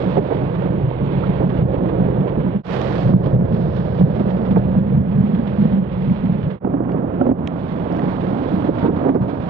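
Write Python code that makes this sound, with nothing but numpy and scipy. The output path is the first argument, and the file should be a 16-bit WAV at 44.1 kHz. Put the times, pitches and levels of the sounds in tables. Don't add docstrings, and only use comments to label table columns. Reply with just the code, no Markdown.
import sys
import numpy as np
from scipy import signal
from scipy.fft import rfft, irfft, next_fast_len
from scipy.io import wavfile
from scipy.ndimage import uniform_filter1d, minimum_filter1d

SR = 44100
rng = np.random.default_rng(int(sys.argv[2]) if len(sys.argv) > 2 else 0)


def persist_wave(psi):
    counts = np.round(np.clip(psi, -1, 1) * 32767).astype(np.int16)
    wavfile.write(sys.argv[1], SR, np.atleast_2d(counts).T)


N = 418509
TIME = np.arange(N) / SR
SIZE = next_fast_len(N + SR // 4)
FREQS = np.maximum(np.arange(SIZE // 2 + 1) * SR / SIZE, 1)

# time in seconds, deep swell in dB, upper cabin drone in dB.
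THUNDER_ROLL = [(0, -38.5, -35.5), (1.3, -31.5, -24.5), (2.1, -30.5, -21.5), (2.25, -39, -27.5),
                (2.4, -32.5, -31.5), (2.55, -39, -33), (2.85, -33, -27), (3.5, -30.5, -20),
                (4.05, -31.5, -26), (4.3, -36.5, -18.5), (4.62, -29, -18), (5.3, -36, -19.5),
                (5.9, -35, -24), (6.1, -33, -20.5), (6.55, -39, -26), (7.25, -38, -27.5),
                (7.65, -40.5, -28.5), (8.0, -38, -23), (8.8, -35.5, -26), (9.49, -39.5, -29.5)]
# start and length in seconds, lower and upper drone in dB.
THUNDER_BOOMS = [(0.057, 0.035, -33.5, -18), (0.13, 0.13, -24, -21.5), (0.352, 0.032, -16.5, -34),
                 (0.426, 0.038, -21, -26), (0.57, 0.02, -17, -30), (0.637, 0.15, -28.5, -21.5),
                 (0.814, 0.067, -14.5, -36.5), (1.003, 0.068, -18.5, -19.5), (1.132, 0.065, -18, -20.5),
                 (1.267, 0.029, -21, -16), (1.405, 0.094, -31.5, -17), (1.586, 0.068, -14, -20.5),
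                 (1.817, 0.036, -30, -16.5), (1.982, 0.067, -21.5, -15), (2.18, 0.037, -22.5, -16),
                 (2.373, 0.03, -17.5, -16), (2.442, 0.059, -22, -16.5), (2.543, 0.049, -22, -15),
                 (3.045, 0.022, -9, -27), (3.091, 0.022, -24.5, -14), (3.137, 0.012, -9, -9.5),
                 (3.254, 0.024, -14, -29.5), (3.328, 0.027, -9.5, -21), (3.395, 0.053, -17, -22.5),
                 (3.506, 0.12, -23, -19), (3.993, 0.054, -11.5, -17), (4.504, 0.016, -29.5, -12.5),
                 (4.547, 0.04, -14, -23.5), (4.74, 0.053, -21, -15), (4.912, 0.082, -11.5, -24),
                 (5.135, 0.073, -14, -17.5), (5.234, 0.0074, -21.5, -11.5), (5.323, 0.053, -37, -15),
                 (5.582, 0.077, -21.5, -14), (5.711, 0.11, -33.5, -14), (6.067, 0.057, -19, -13.5),
                 (6.233, 0.017, -26.5, -10), (6.293, 0.023, -21.5, -14.5), (6.432, .035, -16, -24),
                 (6.908, 0.04, -25.5, -27.5), (8.026, 0.022, -20, -18.5), (8.523, 0.031, -35.5, -15.5),
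                 (8.827, 0.016, -27, -15.5), (9.092, 0.0092, -29, -15.5), (9.202, 0.018, -14.5, -26.5)]
# time in seconds, pitch in Hz (only its swing is used).
DRONE_WAVER = [(.5, 183.2), (2.9, 188.2), (3.6, 175.9), (4.8, 195), (5.5, 194.9), (6.0, 179.5),
               (6.45, 193.2), (7.5, 171.5), (8.9, 188.7)]
# time in seconds, level in dB.
RAIN_DRUMMING = [(0, -25), (.35, -25), (.9, -28), (2.05, -22), (2.58, -28.5), (2.75, -25.5), (3.1, -24),
                 (3.45, -25), (3.75, -27.5), (4.2, -25), (5.05, -30), (5.65, -29.5), (5.85, -31),
                 (6.55, -32), (6.65, -25.5), (7.25, -24), (7.65, -29), (8.03, -23), (8.15, -25.5),
                 (8.4, -22.5), (8.65, -25), (8.85, -21.5), (9.05, -20.5), (9.49, -28)]
# time in seconds, hiss in dB, fine spray in dB.
RAIN_HISS = [(0, -47.5, -59), (.9, -53, -77.5), (1.2, -47.5, -66.5), (1.8, -53.5, -72.5),
             (2.58, -53, -77.5), (2.66, -58, -61.5), (3.3, -55.5, -67), (3.47, -59, -74), (3.55, -56, -62),
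             (3.85, -55, -61.5), (4.35, -54, -66.5), (5.05, -57, -78.5), (5.25, -54.5, -72.5),
             (5.65, -52, -65.5), (5.85, -54.5, -78), (6.05, -52.5, -66.5), (6.55, -54, -73),
             (6.64, -62.5, -104), (7.15, -57.5, -77), (7.42, -59, -83), (7.6, -54.5, -64.5),
             (8.0, -50.5, -63.5), (8.55, -51.5, -59.5), (8.85, -48.5, -61), (9.25, -55.5, -68.5),
             (9.49, -51, -60)]
# start and length in seconds, depth for the hiss in dB.
GAIN_DUCKS = [(0.183, 0.016, 8), (1.441, 0.015, 7), (1.625, 0.046, 5.5), (3.133, 0.049, 8),
              (3.355, 0.029, 7.5), (4.027, 0.017, 6), (4.792, 0.027, 4), (4.978, 0.054, 4),
              (5.782, 0.023, 6.5), (7.318, 0.033, 10), (8.681, 0.042, 6.5), (8.883, 0.025, 11.5),
              (9.1, 0.1, 7.5)]
GAIN_DUCK_SHARES = (0.55, 0.85, 1.15)
SPLASH_OFFSETS = (-1, -0.5, 0)
# start in seconds, peak in dB, length in seconds,
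# brightness in dB, opening crack in dB.
GUST_THUDS = [(.645, -13.5, 0.02, 8.5, -26), (2.0, -15, 0.0049, 7, -22), (3.136, -12.5, 0.0022, 1, -39),
              (3.258, -17, 0.013, 4.5, -32), (4.008, -13.5, 0.006, -3, -30.5),
              (4.197, -10.5, 0.016, -3, -21), (6.665, -12, 0.014, 1, -31.5),
              (6.802, -12, 0.004, 5.5, -30.5), (6.944, -15, 0.0065, -10.5, -40),
              (7.255, -13, 0.003, -4, -34.5), (8.456, -15, 0.0049, 6, -23),
              (8.645, -11, 0.0029, -15, -27.5), (8.68, -7.5, 0.019, -8.5, -34.5),
              (8.838, -9.5, 0.02, 1, -25), (8.878, -10.5, 0.026, 3.5, -30), (9.04, -10, 0.047, -0.5, -27),
              (9.147, -8.5, 0.018, 2.5, -22.5)]
WIPER_KNOCKS = [(.168, -7.5, 0.019, 14.5, -19), (.305, -13, 0.029, 13.5, -21),
                (1.397, -12, 0.045, 15.5, -23.5), (4.561, -8, 0.012, 18, -15)]
# start in seconds, peak in dB, length in seconds, brightness in dB.
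WIPER_SQUEAKS = [(1.234, -25.5, .007, -4)]
# start in seconds, peak in dB, ring time in seconds,
# brightness in dB per octave, opening crack in dB.
PANEL_THUMPS = [(6.646, -13, 0.01, -4, -20.5), (6.738, -9.5, .013, -4, -22), (7.211, -6.5, 0.015, 1, -15.5),
                (7.266, -7.5, .01, 0.5, -22.5), (7.291, -7.5, 0.009, -5, -26.5),
                (7.314, -7.5, 0.0071, -7.5, -26.5), (9.092, -10, 0.0089, -3.5, -19.5)]
# pitch in Hz, level in dB.
PANEL_MODES = [(272, 0.5), (365, -5.5), (535, -6.5), (775, -12), (1287, -27)]
# start in seconds, peak in dB.
ROOF_SLAPS = [(.624, -25), (.675, -13), (.913, -16), (1.736, -23.5), (1.948, -17), (2.357, -18),
              (2.466, -16), (3.093, -15), (3.365, -17.5), (3.411, -17), (3.883, -17.5), (4.411, -21),
              (4.477, -19.5), (4.752, -13.5), (5.655, -18.5), (7.95, -17)]
# start in seconds, peak in dB, left over right in dB, brightness in dB.
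CLOSE_DROPS = [(1.061, -42.5, -17, -6), (1.2945, -40, -13, -14), (2.089, -48, -9, -10),
               (2.706, -32, -12, -11), (2.815, -29, -20, -11), (6.098, -39, -19, -27),
               (6.919, -37.5, -7, -27), (7.4736, -22, -11, 15), (7.993, -32.5, 3, -15)]
# start in seconds, peak in dB, left over right in dB, pitch in Hz.
CLOSE_SPLASHES = [(7.924, -49, -15, 4900), (7.967, -48.5, -8, 4840), (8.44, -42, 8, 3260),
                  (8.561, -56, -15, 11800), (8.61, -61, -11.5, 8750), (9.147, -57, -15, 4700),
                  (8.338, -66, -14, 9450)]
# time in seconds, level in dB.
GUSH_LEVELS = [(2.61, -71), (2.645, -31), (2.76, -33), (2.99, -35), (3.1, -42.5), (3.2, -68), (3.4, -88)]
# time in seconds, pitch in Hz, level in dB.
GAP_WHISTLE = [(8.68, 900, -63), (8.83, 927, -28.5), (8.92, 920, -42.5), (9.05, 975, -39), (9.17, 915, -46),
               (9.3, 943, -45), (9.49, 957, -57)]
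# frequency in Hz, gain in dB.
GUST_TONE = [(60, -41.5), (170, -0.5), (270, 4.5), (450, -1.5), (750, -14.5), (1400, -28.5), (3000, -59),
             (12000, -125)]
KNOCK_TONE = [(60, -25.5), (150, 1.5), (400, 12.5), (600, 4), (900, -3), (1300, -23.5), (2000, -30),
              (3200, -50.5), (10000, -115)]
SQUEAK_TONE = [(500, -32.5), (1100, -9), (1320, 16.5), (1550, -23.5), (3000, -66)]
CRACK_TONE = [(300, -4.5), (700, 8.5), (1400, -5.5), (2100, -14.5), (3000, -29.5), (6000, -66.5),
              (13000, -100)]
SLAP_TONE = [(200, -5), (570, 6.5), (850, -7), (1400, -19), (3000, -38), (13000, -105)]
DROP_TONE = [(600, -37), (1400, -17.5), (1900, 14.5), (2700, 7), (3600, 0), (5000, -9.5), (7000, -13.5),
             (9000, -37.5), (13000, -64.5)]
GUSH_TONE = [(300, -17), (700, 4.5), (1200, -2.5), (2200, -11.5), (3400, -15.5), (5000, -25), (6500, -37),
             (9000, -49.5), (13000, -69)]
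# frequency in Hz, gain in dB.
FIRST_TONE = [(25, -16), (55, -9), (95, -13.5), (135, 7.5), (200, -3), (240, -12.5), (320, -10), (560, -18),
              (800, -24.5), (1300, -38), (2200, -42.5), (3400, -48.5), (4400, -62), (5500, -73.5),
              (8000, -88.5), (12000, -102)]
SECOND_TONE = [(25, -26), (60, -20), (95, -21.5), (130, -3), (200, -2), (260, -16.5), (340, -16),
               (540, -20.5), (800, -26.5), (1300, -37.5), (1750, -39), (2400, -40), (3400, -44.5),
               (4400, -59), (5500, -68), (8000, -90.5), (12000, -102)]
THIRD_TONE = [(25, -18.5), (55, -21.5), (100, -14), (175, 4), (215, 2), (260, 1.5), (480, -14.5),
              (700, -13), (1000, -19), (2100, -34.5), (3400, -44), (4400, -61.5), (5500, -73), (7000, -83),
              (9000, -89), (12000, -91.5)]
# centre in Hz, width in Hz, boost in dB.
CABIN_RESONANCES = [(68, 53, 6), (124, 2.3, 8), (184.6, 12, 8.5), (515, 190, 5.5)]
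# time, fade-out and fade-in, all in seconds.
FADES = [(2.629, 0.089, 0.095), (6.598, 0.084, 0.054)]
# frequency in Hz, level in dB, phase lead in radians,
# likeness from 0 to 1.
STEREO_IMAGE = [(25, 0, -.2, .98), (60, -.2, -.42, .99), (150, -1.5, -.72, .995), (250, -3.2, -1, .985),
                (400, -7.2, -1.35, .97), (620, -11, -1.6, .93), (1000, -16.3, -2.3, .67),
                (1500, -20, -3.5, .68), (3000, -22.5, -4.3, .76), (4500, -20, -4.6, .76),
                (9000, -10, -4.6, .3)]


def thunder():
    swell_db, drone_db = in_time(THUNDER_ROLL)
    lower_power = from_db(-26.5 + 0.52 * (swell_db - swell_db.mean())) ** 2
    upper_power = from_db(drone_db - 2.5) ** 2
    for s, length_s, lower_db, upper_db in THUNDER_BOOMS:
        power = swell_and_fade(s, length_s, attack_s=0.0051, release_s=0.02) ** 2
        lower_power += power * from_db(lower_db - 3) ** 2
        upper_power += power * from_db(upper_db - 1) ** 2
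    pulses = impacts(per_s=250, spread_db=0.5, wash_db=-4.5)
    lower = np.sqrt(lower_power) * through_car(pulses, 78, 160.8, span_s=0.045)
    drone_hz, = in_time(DRONE_WAVER)
    drone = through_car(pulses, 177.4, 256.6, span_s=0.056)
    upper = np.sqrt(upper_power) * shifted(drone, drone_hz - drone_hz.mean())
    swell = from_db(swell_db - 0.5) * through_car(pulses, 24, 97, span_s=0.26)
    return lower + upper + swell


def rain():
    drumming_db, = in_time(RAIN_DRUMMING)
    hiss_db, spray_db = in_time(RAIN_HISS)
    stretch = np.searchsorted([s for s, _, _ in FADES], TIME)
    splash_db = (drumming_db + hiss_db) / 2 + np.take(SPLASH_OFFSETS, stretch)
    duck_db = sum(depth * swell_and_fade(s, length_s, attack_s=0.0098, release_s=0.04)
                  for s, length_s, depth in GAIN_DUCKS)
    drumming_duck, splash_duck, spray_duck = [share * duck_db for share in GAIN_DUCK_SHARES]
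    heavy = impacts(per_s=600, spread_db=0.5, wash_db=2)
    clumps = from_db(0.45 * wander(rate_hz=51)) * (1 + 0.44 * flurries(per_s=19, decay_s=0.018))
    fine = impacts(per_s=900, spread_db=0.5, wash_db=2) * clumps
    patter = fine * np.sqrt(clumps)
    ticks = impacts(per_s=26, spread_db=1.5, wash_db=-39.5)
    drumming = from_db(drumming_db - drumming_duck - 1.04) * through_car(heavy, 250.5, 727, span_s=0.64)
    splash = from_db(splash_db - splash_duck) * through_car(heavy + fine, 866, 1770, span_s=0.76)
    hiss = from_db(hiss_db - duck_db) * through_car(patter + 0.28 * ticks, 2000, 4300, span_s=0.21)
    spray = from_db(spray_db - spray_duck) * through_car(patter + 0.35 * ticks, 4300, 13000, span_s=1)
    return drumming + splash + hiss + spray


def gusts():
    return blows(GUST_THUDS, GUST_TONE, corner_hz=437)


def panel_thumps(attack_s=0.0014, crack_s=0.0043):
    hz, mode_db = np.transpose(PANEL_MODES)[..., None]
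    age, ratio = TIME[:SR // 4], hz / hz[0]
    click, out = response(CRACK_TONE), 0
    for s, db, ring_s, tilt_db, crack_db in PANEL_THUMPS:
        turns = hz * (1 + 0.048 * rng.standard_normal(hz.shape)) * age
        decay = np.exp(-age * np.sqrt(ratio) / ring_s)
        modes = from_db(mode_db + tilt_db * np.log2(ratio)) * np.sin(2 * np.pi * turns) * decay
        ring = at_peak(modes.sum(axis=0) * (1 - np.exp(-age / attack_s)), db)
        crack = at_peak(signal.fftconvolve(burst(crack_s), click), crack_db)
        out = out + placed(ring, s) + placed(crack, s)
    return out


def wiper():
    knocks = blows(WIPER_KNOCKS, KNOCK_TONE, corner_hz=2300)
    squeak = blow(response(SQUEAK_TONE), *WIPER_SQUEAKS[0], corner_hz=1300)
    return knocks + squeak


def roof_slaps():
    roof = response(SLAP_TONE)
    return sum(placed(at_peak(roof, db), s) for s, db in ROOF_SLAPS)


def close_drops(length_s=0.0019):
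    tick = response(DROP_TONE)
    return sum(panned(blow(tick, s, db, length_s, bright_db, corner_hz=2800), pan_db)
               for s, db, pan_db, bright_db in CLOSE_DROPS)


def close_splashes(tick_s=0.0013, spray_db=-21.5, spray_s=0.05, band_ratio=1.13):
    age, out = TIME[:SR // 3], 0
    envelope = np.exp(-age / tick_s) + from_db(spray_db) * np.exp(-age / spray_s)
    for s, db, pan_db, hz in CLOSE_SPLASHES:
        around_pitch = signal.butter(2, [hz / band_ratio, hz * band_ratio], "band", fs=SR, output="sos")
        splash = signal.sosfilt(around_pitch, envelope * rng.standard_normal(len(age)))
        out = out + panned(placed(at_peak(splash, db), s), pan_db)
    return out


def gush():
    level_db, = in_time(GUSH_LEVELS)
    water = shaped(impacts(per_s=490, spread_db=0, wash_db=1), tone_filter(GUSH_TONE))
    level = from_db(level_db + 0.52 * wander(rate_hz=46))
    return panned(steady(water, span_s=0.042) * level, pan_db=-14.5)


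def whistle(width_hz=17):
    hz, level_db = in_time(GAP_WHISTLE)
    phase = 2 * np.pi * np.cumsum(hz) / SR
    rush = wander(width_hz) * np.sin(phase) + wander(width_hz) * np.cos(phase)
    return rush * from_db(level_db) * (TIME > GAP_WHISTLE[0][0]) * from_db([[-3], [-1]])


def through_car(x, low_hz, high_hz, span_s):
    cabin_db = sum(boost * resonance(hz, width) for hz, width, boost in CABIN_RESONANCES)
    spectrum = rfft(x, SIZE) * band(low_hz, high_hz)
    out = np.zeros((2, N))
    for s, tone in zip([0, FADES[0][0], FADES[1][0]], [FIRST_TONE, SECOND_TONE, THIRD_TONE]):
        start = int(s * SR)
        heard = irfft(spectrum * from_db(in_frequency(tone)[0] + cabin_db), SIZE)[:, :N]
        out[:, start:] = steady(heard, span_s)[:, start:]
    return out


def stereo(direct, diffuse):
    balance_db, phase, alike = in_frequency(STEREO_IMAGE)
    balance = from_db(balance_db)
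    centre = np.sqrt(1 + balance ** 2 + 2 * balance * alike * np.cos(phase)) / 2
    to_left = balance * np.exp(1j * phase) / centre
    left = shaped(direct, to_left * alike) + shaped(diffuse, to_left * np.sqrt(1 - alike ** 2))
    return np.array([left, shaped(direct, 1 / centre)])


def impacts(per_s, spread_db, wash_db):
    sizes = from_db(spread_db * np.minimum(rng.exponential(1, (2, N)), 4))
    hits = sizes * rng.choice([-1, 1], (2, N)) * (rng.random((2, N)) < per_s / SR)
    return hits / hits.std() + from_db(wash_db) * rng.standard_normal((2, N))


def flurries(per_s, decay_s):
    sizes = np.minimum(rng.exponential(1, N), 2.5) * (rng.random(N) < per_s / SR)
    return signal.lfilter([1], [1, -np.exp(-1 / (decay_s * SR))], sizes + 1e-18)


def blows(table, tone, corner_hz):
    body, crack = response(tone), response(CRACK_TONE)
    return sum(blow(body, s, db, length_s, bright_db, corner_hz) + placed(at_peak(crack, crack_db), s)
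               for s, db, length_s, bright_db, crack_db in table)


def blow(body, s, peak_db, length_s, bright_db, corner_hz):
    rush = signal.fftconvolve(burst(length_s), body)
    filters = [signal.butter(1, corner_hz, kind, fs=SR, output="sos") for kind in ("low", "high")]
    low, high = [signal.sosfilt(np.vstack([sos, sos]), rush) for sos in filters]
    return placed(at_peak(low - from_db(bright_db) * high, peak_db), s)


def burst(length_s):
    age = TIME[:SR // 4] / length_s
    return rng.standard_normal(len(age)) * np.sqrt(age) * np.exp(-np.minimum(age, 10) ** 2)


def swell_and_fade(s, length_s, attack_s, release_s):
    live = slice(int(s * SR), int((s + length_s + 10 * release_s) * SR))
    age, out = TIME[live] - s, np.zeros(N)
    out[live] = np.clip(age / attack_s, 0, 1) * np.exp(-np.maximum(age - length_s, 0) / release_s)
    return out


def wander(rate_hz):
    slow = shaped(rng.standard_normal(N), band(1, rate_hz))
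    return slow / slow.std()


def response(tone):
    return irfft(tone_filter(tone), SIZE)[:SR // 8]


def tone_filter(tone):
    cepstrum = irfft(np.log(from_db(in_frequency(tone)[0])), SIZE)
    cepstrum[1:SIZE // 2] *= 2
    cepstrum[SIZE // 2 + 1:] = 0
    return np.exp(rfft(cepstrum))


def band(low_hz, high_hz):
    return ((1 + (low_hz / FREQS) ** 16) * (1 + (FREQS / high_hz) ** 16)) ** -.5


def resonance(hz, width_hz):
    return 1 / (1 + ((FREQS ** 2 - hz ** 2) / (FREQS * width_hz)) ** 2)


def shaped(x, gain):
    return irfft(rfft(x, SIZE) * gain, SIZE)[..., :N]


def shifted(x, hz):
    return np.real(signal.hilbert(x, SIZE)[..., :N] * np.exp(2j * np.pi * np.cumsum(hz) / SR))


def steady(x, span_s):
    power = uniform_filter1d(x ** 2, int(span_s * SR), axis=-1)
    return x / np.sqrt(np.abs(power) + 1e-20)


def limiter(x, ceiling, size):
    allowed = ceiling / np.maximum(np.abs(x).max(axis=0), ceiling)
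    held = minimum_filter1d(allowed, 2 * size)
    return x * uniform_filter1d(uniform_filter1d(held, size), size)


def in_time(rows):
    s, *columns = np.transpose(rows)
    return [np.interp(TIME, s, c) for c in columns]


def in_frequency(rows):
    hz, *columns = np.transpose(rows)
    return [np.interp(np.log(FREQS), np.log(hz), c) for c in columns]


def at_peak(x, peak_db):
    return x * from_db(peak_db) / (np.abs(x).max() + 1e-20)


def placed(x, s):
    return np.pad(x, (int(s * SR), N))[:N]


def panned(x, pan_db):
    return x * from_db([[pan_db / 2], [-pan_db / 2]])


def from_db(db):
    return 10 ** (np.asarray(db) / 20)


def scene():
    direct, diffuse = thunder() + rain()
    hits = gusts() + panel_thumps() + wiper() + roof_slaps()
    water = close_drops() + close_splashes() + gush()
    return stereo(direct + hits, diffuse) + water + whistle()


def record(dry):
    fade = np.ones(N)
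    for s, out_s, in_s in FADES:
        fade *= np.clip(np.maximum((s - TIME) / out_s, (TIME - s) / in_s), .02, 1) ** 1.15
    held = limiter(dry * fade, ceiling=.98, size=256)
    cutoff_hz = 15500
    return signal.sosfilt(signal.cheby2(12, 70, cutoff_hz, fs=SR, output="sos"), held)


dry = scene()
out = record(dry)
persist_wave(out)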